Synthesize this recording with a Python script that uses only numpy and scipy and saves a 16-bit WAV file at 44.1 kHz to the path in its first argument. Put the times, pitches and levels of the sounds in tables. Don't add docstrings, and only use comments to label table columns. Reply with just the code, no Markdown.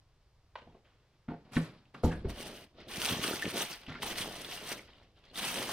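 import sys
import numpy as np
from scipy import signal
from scipy.fft import rfft, irfft, next_fast_len
from scipy.io import wavfile

SR = 44100
rng = np.random.default_rng(int(sys.argv[2]) if len(sys.argv) > 2 else 0)


def dump(signal):
    limited = np.clip(np.atleast_2d(signal).T, -1, 1)
    pcm = np.round(limited * 32767).astype(np.int16)
    wavfile.write(sys.argv[1], SR, pcm)


def natural_amplitude(level_db):
    exponent = np.asarray(level_db, float) / 20
    return 10 ** exponent


N = 252249
HZ = np.maximum(np.fft.rfftfreq(next_fast_len(N + SR), 1 / SR), 1)

# time in seconds, crinkle level in dB, sheet flapping level in dB.
TISSUE = [
    [(2.28, -74, -42.5), (2.3, -54.5, -56), (2.322, -65, -52), (2.352, -63.5, -61), (2.384, -56.5, -50),
     (2.46, -57, -50), (2.478, -58.5, -49), (2.64, -65, -60.5), (2.68, -82, -68), (2.686, -83, -83),
     (2.72, -84, -73)],
    [(2.87, -79, -49), (2.888, -60.5, -53), (2.914, -54.5, -54.5), (2.972, -51, -46.5),
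     (3.086, -43.5, -45.5), (3.126, -46, -41), (3.162, -49, -53), (3.194, -52, -46), (3.214, -50.5, -48),
     (3.242, -44.5, -44.5), (3.308, -48.5, -46), (3.414, -53.5, -55), (3.424, -51, -48),
     (3.468, -54.5, -45), (3.502, -51, -52), (3.528, -56.5, -47), (3.542, -51, -42.5), (3.624, -42, -45),
     (3.642, -49.5, -46.5), (3.694, -55, -63), (3.71, -50.5, -51), (3.79, -64.5, -72), (3.82, -65.5, -56)],
    [(4.0, -76, -51), (4.03, -44.5, -44), (4.052, -55, -49), (4.066, -48, -45), (4.092, -51, -52),
     (4.12, -49, -42), (4.138, -57, -49), (4.212, -47, -50), (4.288, -56, -48.5), (4.35, -57.5, -53.5),
     (4.454, -56, -53.5), (4.48, -59, -52), (4.524, -50, -59), (4.626, -59.5, -54), (4.704, -49.5, -56),
     (4.72, -48.5, -48), (4.764, -59, -52.5), (4.86, -73, -66.5), (4.88, -77, -69.5)],
    [(5.31, -98, -61.5), (5.34, -63.5, -62.5), (5.374, -50, -51), (5.394, -45.5, -51), (5.408, -53, -57),
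     (5.428, -47, -44), (5.44, -45, -48), (5.53, -48, -49.5), (5.578, -47, -41.5), (5.67, -51, -50),
     (5.72, -47, -41.5)],
]
# frequency in Hz, weight in dB per Hz.
PAPER = [(47, -5), (80, -8.5), (269, -2), (866, -7.5), (1640, -7), (1790, -6), (2440, -8), (3040, -5),
         (3600, -10), (4250, -9), (6160, -11.5), (7190, -21), (8770, -11.5), (11900, -21.5), (13300, -17.5),
         (15600, -20)]


def rms_one(x):
    return x / np.sqrt(np.mean(x ** 2) + 1e-20)


def in_time(rows):
    silent_start = [rows[0][0] - .015] + [-100] * (len(rows[0]) - 1)
    s, *columns = np.transpose([silent_start, *rows])
    return [np.interp(np.arange(N) / SR, s, c, left=-150, right=-150) for c in columns]


def strokes(rows, rise_db_per_s, fall_db_per_s):
    t = np.arange(N) / SR
    power = 1e-15
    for s, held, *peak_db in rows:
        rise_loss = rise_db_per_s * np.maximum(s - t, 0)
        fall_loss = np.outer(fall_db_per_s, np.maximum(t - s - held, 0))
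        level_db = np.array(peak_db)[:, None] - rise_loss - fall_loss
        power = power + natural_amplitude(2 * np.maximum(level_db, -150))
    return 10 * np.log10(power)


def colour(x, points):
    hz, db = np.transpose(points)
    gain = natural_amplitude(np.interp(np.log(HZ), np.log(np.maximum(hz, 1)), db))
    return irfft(rfft(x, 2 * len(HZ) - 2) * gain)[..., :N]


def band(x, low_hz, high_hz):
    return signal.sosfilt(signal.butter(3, [low_hz, high_hz], "band", fs=SR, output="sos"), x)


def ring(clicks, hz, t60):
    r, w = 1000 ** (-1 / (t60 * SR)), 2 * np.pi * hz / SR
    return signal.lfilter([0, np.sin(w)], [1, -2 * r * np.cos(w), r * r], clicks + 1e-18)


def uneven_sizes(spread_db, shape=N):
    return natural_amplitude(spread_db * np.minimum(rng.exponential(1, shape), 4))


def decaying(sizes, decay_s):
    return signal.lfilter([1], [1, -np.exp(-1 / (decay_s * SR))], sizes)


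def grains(per_s, spread_db, decay_s, bed):
    sizes = uneven_sizes(spread_db) * (rng.random(N) < per_s / SR)
    return bed + rms_one(decaying(sizes, decay_s))


def friction(levels_db, spectrum, shared, own_per_s, own_spread_db):
    out = np.zeros((2, N))
    for level_db, (low, high) in zip(levels_db, [(100, 700), (700, 5500), (5500, 15700)]):
        edges = np.geomspace(low, high, 4)
        layer = 0
        for lower, upper in zip(edges, edges[1:]):
            envelope = shared * grains(own_per_s, own_spread_db, 44.0 / lower, bed=0.56)
            layer = layer + band(rms_one(envelope) * rng.standard_normal((2, N)), lower, upper)
        out += natural_amplitude(level_db) * rms_one(colour(layer, spectrum))
    return out


def pulls():
    # start in seconds,
    # hold in seconds, flapping level in dB, crinkle level in dB, fizz level in dB.
    settle = [(2.752, 0.024, -63, -81, -100), (2.787, 0.043, -58, -65.5, -109),
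              (3.825, 0.0073, -62, -64, -73), (3.884, 0.012, -54, -61, -99), (3.93, 0.091, -59, -65, -91),
              (4.88, 0.02, -68, -68, -93), (4.95, 0.087, -67, -76, -94), (5.17, 0.0064, -71, -75.5, -91),
              (5.24, 0.06, -71, -73, -105)]
    fizz_db, fizz_per_db, usual_crinkle_db = -46.5, 1.29, -47.5
    crinkle_db, flap_db = np.max([in_time(rows) for rows in TISSUE], axis=0)
    pulled = [flap_db, crinkle_db, fizz_db + fizz_per_db * (crinkle_db - usual_crinkle_db)]
    return np.maximum(pulled, strokes(settle, rise_db_per_s=598, fall_db_per_s=[97, 135, 210]))


def pings(per_s, spread_db, cycles):
    sizes = uneven_sizes(spread_db) * (rng.random(N) < per_s / SR)
    pitches, dealt = np.geomspace(700, 5000, 22), rng.integers(0, 22, N)
    clicks = sizes * np.array([np.ones(N), rng.choice([-1, 1], N)])
    rings = 0
    for k, hz in enumerate(pitches):
        t60 = cycles / hz
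        rings = rings + ring(clicks * (dealt == k), hz, t60) / np.sqrt(t60)
    return rms_one(colour(rings, PAPER))


def rasp():
    clicks_per_s, middle_hz, cycles = 3000, 3200, 12
    sizes = uneven_sizes(3.0, (2, N)) * rng.choice([-1, 1], (2, N))
    clicks = sizes * (rng.random((2, N)) < clicks_per_s / SR)
    folds = np.interp(np.arange(N), np.linspace(0, N, 150), rng.uniform(-1, 1, 150))
    rings = 0
    for place in np.linspace(-1, 1, 5):
        lead = np.exp(-(folds - place) ** 2 / 0.33)
        rings = rings + ring(clicks * lead, middle_hz * 1.19 ** place, cycles / middle_hz)
    return rms_one(band(rings, 1920, 4600))


def crackles(per_s, spread_db, decay_s):
    clumps = np.repeat(rng.exponential(1, N // 800 + 1), 800)[:N]
    sizes = uneven_sizes(spread_db) * (rng.random(N) < clumps * per_s / SR)
    spurts = decaying(sizes, decay_s) * rng.standard_normal((2, N))
    return rms_one(colour(band(spurts, 1500, 14700), PAPER))


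def tissue_paper(flap_db, crinkle_db, fizz_db):
    shared = grains(550, 2.0, 0.041, bed=0.97)
    paper = friction([flap_db, crinkle_db, fizz_db], PAPER, shared, own_per_s=360, own_spread_db=0.93)
    paper = paper + natural_amplitude(crinkle_db + 2.6) * pings(per_s=1000, spread_db=0.45, cycles=110)
    paper = paper + natural_amplitude(crinkle_db + 0.5) * rasp()
    return paper + natural_amplitude(fizz_db + 2) * crackles(per_s=800, spread_db=3.6, decay_s=0.00034)


def lesser(level_db, over_db, middle, count):
    when, loud, size = rng.random((count, 3)).T
    first_s = TISSUE[0][0][0]
    s = first_s + when * ((N - 1) / SR - first_s)
    events_db = level_db[(s * SR).astype(int)] + over_db - 1.9 * loud
    return list(zip(s, events_db, middle * 2 ** (1.4 * (size - .5))))


def snaps(crinkle_db):
    # start in seconds, level in dB (the peak lies 5 dB
    # lower), ring pitch in Hz.
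    loudest = [(1.5333, -40, 2340), (1.555, -33, 2770), (1.5625, -31, 3860), (1.853, -54, 2860),
               (2.2935, -38.5, 3640), (4.155, -30, 2960), (4.3979, -34, 3320), (4.4987, -37, 3080),
               (4.5745, -30, 2880), (4.9327, -48, 2870), (4.9811, -56, 3100), (5.022, -57, 2000),
               (5.1737, -55, 3250), (5.2385, -52, 3370), (5.26, -52, 3320), (5.3118, -49, 3100),
               (5.3737, -32, 3520), (5.478, -25, 2600), (2.3824, -39, 2980), (2.8836, -38, 3480),
               (2.8946, -47, 3250), (2.9112, -37, 2890), (2.9367, -29.5, 2850), (3.0013, -42, 2780),
               (3.0343, -26.5, 1470), (3.046, -31, 3200), (3.0878, -19, 3540), (3.092, -24, 3520),
               (3.108, -18.5, 3100), (3.1262, -21, 3110), (3.1552, -27.5, 3320), (3.215, -28, 2780),
               (3.234, -24, 3330), (3.238, -24, 1500), (3.3941, -27, 2690), (3.452, -23.5, 2620),
               (3.5622, -29.5, 3180), (3.62, -29, 2860), (3.884, -44, 3200), (3.921, -35, 2170),
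               (3.94, -35, 2010), (3.955, -41, 1900), (3.985, -40, 1800), (3.33, -27.5, 1560),
               (3.5387, -34, 2830), (3.6051, -28, 2950), (3.7282, -30, 4580), (3.8642, -37, 3070),
               (4.0201, -27, 3130), (4.062, -28.5, 2830), (4.182, -27.5, 2170), (4.2146, -22.5, 3200),
               (4.4461, -27.5, 3630), (4.6731, -34.5, 3500), (4.7915, -35, 2110), (5.356, -30.5, 3730),
               (5.3925, -25.5, 3340), (5.4404, -20, 3280), (5.5567, -24, 2920), (5.6893, -28, 1180)]
    rows = [*loudest, *lesser(crinkle_db, over_db=17, middle=3100, count=200)]
    rise_s, decay_s = .001, .004
    out, t = np.zeros(N + SR), np.arange(SR // 20) / SR
    for (s, level_db, hz), noise in zip(rows, rng.standard_normal((len(rows), len(t)))):
        burst = noise * (1 - np.exp(-t / rise_s)) * np.exp(-t / decay_s)
        snap = ring(burst, hz, 16 / hz) + band(burst, hz / 3, min(1.24 * hz, 15000))
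        out[round(s * SR):][:len(t)] += natural_amplitude(level_db - 5.0) * snap / np.abs(snap).max()
    return out[:N]


def buckles(flap_db):
    # middle of the dip in seconds, level in dB (the dip is 2 dB deeper),
    # width scale in ms (the dip itself is 1.14 times as wide).
    hardest = [(2.9826, -36, 2.4), (3.1144, -33.5, 3.2), (3.1243, -25.5, 1.8), (3.1361, -29, 1.9),
               (3.1702, -34, 2.2), (3.1963, -32, 2.1), (3.2491, -31, 1.26), (3.2864, -29, 1.3),
               (3.3122, -26, 1.16), (3.3394, -28, 1.37), (3.4559, -34, 2.2), (3.4662, -27.5, 1.35),
               (3.479, -33.5, 2.6), (3.5426, -33, 1.25), (3.5776, -32, 1.03), (3.9005, -38, 3.3),
               (4.0334, -30, 0.53), (4.1304, -37, 0.54), (4.2088, -37.5, 2.1), (4.2469, -33.5, 0.39),
               (5.4458, -36, 0.61), (5.6196, -29.5, 0.44)]
    rows = [*hardest, *lesser(flap_db, over_db=14, middle=0.61, count=50)]
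    out, t = np.zeros(N + SR), np.arange(-300, 300) / SR
    for s, level_db, width_ms in rows:
        u = 1000 * t / (0.57 * width_ms)
        dip = (1 - u ** 2) * np.exp(-u ** 2 / 2)
        out[round(s * SR) - 300:][:len(t)] -= natural_amplitude(level_db + 2.0) * dip
    return out[:N]


def blows():
    # start in seconds, drive in dB of table thud, lid panel, walls and edge crack,
    # contact time in ms.
    hits = [(0.6555, -62, -63, -75, -88, 1.4), (0.668, -79, -53.5, -43.5, -99, 0.76),
            (0.677, -62, -65, -55, -93, 1.1), (0.692, -65, -65, -47, -97, 0.81),
            (0.745, -66, -64, -45, -74, 0.47), (1.2812, -80, -48, -41, -58, 0.34),
            (1.2859, -65, -35, -34.5, -57, 0.46), (1.297, -72, -51.5, -31, -60, 1),
            (1.331, -80, -59, -36.5, -63, 0.71), (1.313, -60, -36, -34, -62, 0.58),
            (1.558, -61, -39, -33, -57, 0.68), (1.5662, -44, -18.5, -22.5, -38, 0.75),
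            (1.592, -51, -42, -41, -63, 1.6), (1.943, -83, -59, -47, -53.5, 0.57),
            (2.0347, -46, -41, -27, -52, 0.2), (2.043, -24, -20.5, -19, -66, 0.74),
            (2.057, -27.5, -35, -23, -68, 0.4), (2.067, -53, -30.5, -27, -67, 0.79),
            (2.084, -42, -33, -32, -69, 1), (2.115, -44, -37, -31.5, -46.5, 0.96),
            (2.2465, -54, -35, -40, -60.5, 0.88), (2.253, -30, -40, -40, -71, 1.3),
            (2.293, -40, -42.5, -39, -59, 0.57), (3.877, -71, -48, -49, -72, 1),
            (3.882, -50, -39.5, -57, -52, 0.74), (3.893, -57, -39.5, -43, -52, 0.59),
            (3.908, -62, -51, -52, -57, 0.77), (3.946, -68, -41, -51, -48.5, 1)]
    # frequency in Hz,
    # relative level in dB, t60 in seconds.
    modes = [(48, -8, 0.37), (81, 0, 0.097), (114, 2.5, 0.059), (163.5, -2, 0.22), (184, 5, 0.026),
             (246, 9.5, 0.05), (309, 1.5, 0.12), (350, -5.5, .07), (430, -6, 0.1), (520, 1, 0.1),
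             (554, -2.5, 0.1), (715, 0.5, 0.1), (793, -1, 0.05), (883, -1.5, 0.04), (1180, 7.5, 0.044),
             (1370, 4.5, 0.089), (1564, 5, 0.079), (1807, 5, 0.02), (2250, -2, 0.09), (2890, 0, 0.085),
             (3130, -17, 0.022), (3870, -42, 0.022)]
    t, out = np.arange(SR // 20) / SR, np.zeros(N)
    pushes = np.zeros((5, N + SR))
    for (s, *parts_db, contact_ms), noise in zip(hits, rng.standard_normal((len(hits), len(t)))):
        start = round(s * SR)
        push = t * np.exp(-1000 * t / contact_ms)
        push = push / push.sum()
        swell = t * np.exp(-1000 * t / (6 * contact_ms))
        scuff = swell * noise / np.linalg.norm(swell)
        shapes = [push, push, push + .25 * scuff, scuff]
        pushes[:4, start:][:, :len(t)] += natural_amplitude(np.array(parts_db))[:, None] * shapes
        pushes[4, start:][:len(t)] += natural_amplitude(parts_db[3] + 8.5) * swell * noise / swell.max()
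    for k, (hz, level_db, t60) in enumerate(modes):
        part = np.searchsorted([130, 330, 1000], hz)
        if hz > 170:
            t60 = min(t60, 14 / hz + 0.012)
        sign = (-1) ** k if part else -1
        out += natural_amplitude(level_db + 2.5) * sign * ring(pushes[part, :N], hz, t60)
    knocks = out + band(pushes[4, :N], 700, 3200)
    return knocks + natural_amplitude(-16) * np.roll(knocks, round(.0245 * SR))


def twangs():
    # start in seconds, level in dB ahead of swell and decay, pitch in Hz, t60 in seconds.
    patches = [(2.2458, -19, 398, .04), (2.0352, -14.5, 482, 0.036), (2.035, -27.5, 1310, 0.018),
               (2.05, -35, 1200, .03), (1.5665, -24.5, 1840, 0.035), (2.111, -35, 1650, .03),
               (2.121, -41, 1665, 0.078), (3.4229, -22, 1792, 0.023), (3.428, -23.5, 1814, 0.022),
               (5.2994, -51, 4230, .02)]
    out, t = np.zeros(N + SR), np.arange(SR // 10) / SR
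    for s, level_db, hz, t60 in patches:
        envelope = (1 - np.exp(-t * hz / 2)) * 1000 ** (-t / t60)
        out[round(s * SR):][:len(t)] += natural_amplitude(level_db) * envelope * np.sin(2 * np.pi * hz * t)
    return out[:N]


def rubbing():
    # start in seconds, hold in seconds, dull drag level in dB, scratch level in dB,
    # fine grit level in dB.
    rubs = [(1.288, 0.023, -49.5, -65.5, -105), (1.45, 0.066, -61.5, -69, -99),
            (1.522, .01, -53.5, -57.5, -66), (1.535, 0.04, -59, -50.5, -56),
            (1.572, 0.083, -47, -57.5, -67.5), (1.852, 0.0073, -76, -87, -100),
            (1.944, 0.0038, -52, -58, -77), (2.038, 0.004, -59, -47.5, -51.5),
            (2.116, 0.0039, -40, -68, -64.5), (2.248, 0.0054, -42.5, -59.5, -96)]
    # frequency in Hz, weight in dB per Hz.
    card = [(47, -37), (80, 0), (181, 0), (1030, -17.5), (2390, -22.5), (4420, -27), (5280, -31.5),
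            (6300, -39), (7190, -38), (10700, -40), (15600, -56)]
    levels_db = strokes(rubs, rise_db_per_s=2992, fall_db_per_s=[128, 101, 222])
    return friction(levels_db, card, grains(250, 0.73, 0.05, bed=5.2), own_per_s=190, own_spread_db=0.8)


def tick():
    # start in seconds, peak level in dB, decay in seconds.
    tap = (.554, -31, .0024)
    # frequency in Hz, level in dB, t60 in seconds.
    resonances = [(500, -16, .008), (800, -12, .004), (1050, -1, .008), (1600, -4, .006), (2150, -4, .005),
                  (3000, -6, .004), (3900, -9, .003)]
    s, peak_db, decay_s = tap
    t = np.maximum(np.arange(N) / SR - s, 0)
    burst = rng.standard_normal(N) * t * np.exp(-t / decay_s)
    rings = sum(natural_amplitude(db) * ring(burst, hz, t60) for hz, db, t60 in resonances)
    rings = band(band(rings, 350, 4200), 300, 4600)
    return natural_amplitude(peak_db) * rings / np.abs(rings).max()


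def tap_tail_and_sleeves():
    # start in seconds,
    # hold in seconds, dull level in dB, scratchy level in dB.
    scratches = [(.561, .004, -68, -58), (.617, .008, -64, -76), (.652, .005, -70, -79),
                 (.669, .03, -66, -70), (.722, .006, -65, -77), (.746, .02, -64, -77), (.85, .08, -72, -71),
                 (1.0, .25, -82, -84)]
    dull_db, scratch_db = strokes(scratches, rise_db_per_s=2500, fall_db_per_s=[209, 230])
    noise = grains(80, 3.0, 0.01, bed=1.0) * rng.standard_normal((2, N))
    dull = natural_amplitude(dull_db) * rms_one(band(noise[0], 110, 650))
    return dull + natural_amplitude(scratch_db) * rms_one(band(noise[1], 900, 3500))


def room(x):
    t60_s, dull_hz = .28, 3500
    t = np.arange(SR * 3 // 4) / SR
    tails = rng.standard_normal((2, len(t))) * 1000 ** (-t / t60_s) * (t > .003)
    tails = signal.sosfilt(signal.butter(1, [280, dull_hz], "band", fs=SR, output="sos"), tails)
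    tails = tails / np.linalg.norm(tails, axis=1, keepdims=True)
    return signal.fftconvolve(x[None], tails, axes=1)[:, :N]


def shaken_table():
    # time in seconds, level in dB.
    shaking = [(0.0, -70), (0.59, -69.5), (1.02, -75), (1.55, -70), (2.03, -72), (2.06, -46), (2.18, -45),
               (2.37, -56), (2.64, -71), (3.06, -54), (3.55, -66), (3.9, -71), (4.06, -55), (4.38, -60),
               (4.89, -66), (5.24, -66.5), (5.72, -59)]
    return natural_amplitude(in_time(shaking)[0]) * rms_one(band(rng.standard_normal(N), 3.4, 92))


def quiet_room():
    # frequency in Hz, weight in dB per Hz.
    hush = [(15, -39), (25, -9), (81, -10), (117, -5), (231, -27), (308, -21), (1170, -25), (1440, -29),
            (5200, -35), (6940, -43), (9000, -47), (13000, -52), (16000, -58)]
    return natural_amplitude(-71) * rms_one(colour(rng.standard_normal((2, N)), hush))


def two_ports(mid, unlike):
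    # frequency in Hz, side minus mid in dB.
    side_share = [(60, -20), (110, -15.5), (200, -28.5), (380, -20), (700, -18), (1290, -10), (2380, -8.5),
                  (4400, -0.5), (8120, -1.5), (15000, -1)]
    lag_share = .45
    lagging = signal.hilbert(mid).imag
    return colour(lag_share * lagging + np.sqrt(1 - lag_share ** 2) * unlike, side_share)


def scene():
    flap_db, crinkle_db, fizz_db = pulls()
    tissue = tissue_paper(flap_db, crinkle_db, fizz_db)
    rub = rubbing()
    hush = quiet_room()
    rumble = shaken_table()
    hits = blows() + tick() + twangs() + snaps(crinkle_db) + buckles(flap_db) + tap_tail_and_sleeves()
    echo = natural_amplitude(-14) * room(hits)
    mid = hits + echo[0] + tissue[0] + rub[0] + hush[0]
    unlike = 2.3 * echo[1] + tissue[1] + rub[1] + hush[1]
    side = two_ports(mid, unlike)
    return np.array([mid + rumble + side, mid + rumble - side])


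def roll_off(x):
    return signal.sosfilt(signal.butter(12, 15700, fs=SR, output="sos"), x)


def record(dry):
    heard = signal.sosfilt(signal.butter(1, 12.0, "high", fs=SR, output="sos"), dry)
    return roll_off(heard)


dry = scene()
out = record(dry)
dump(out)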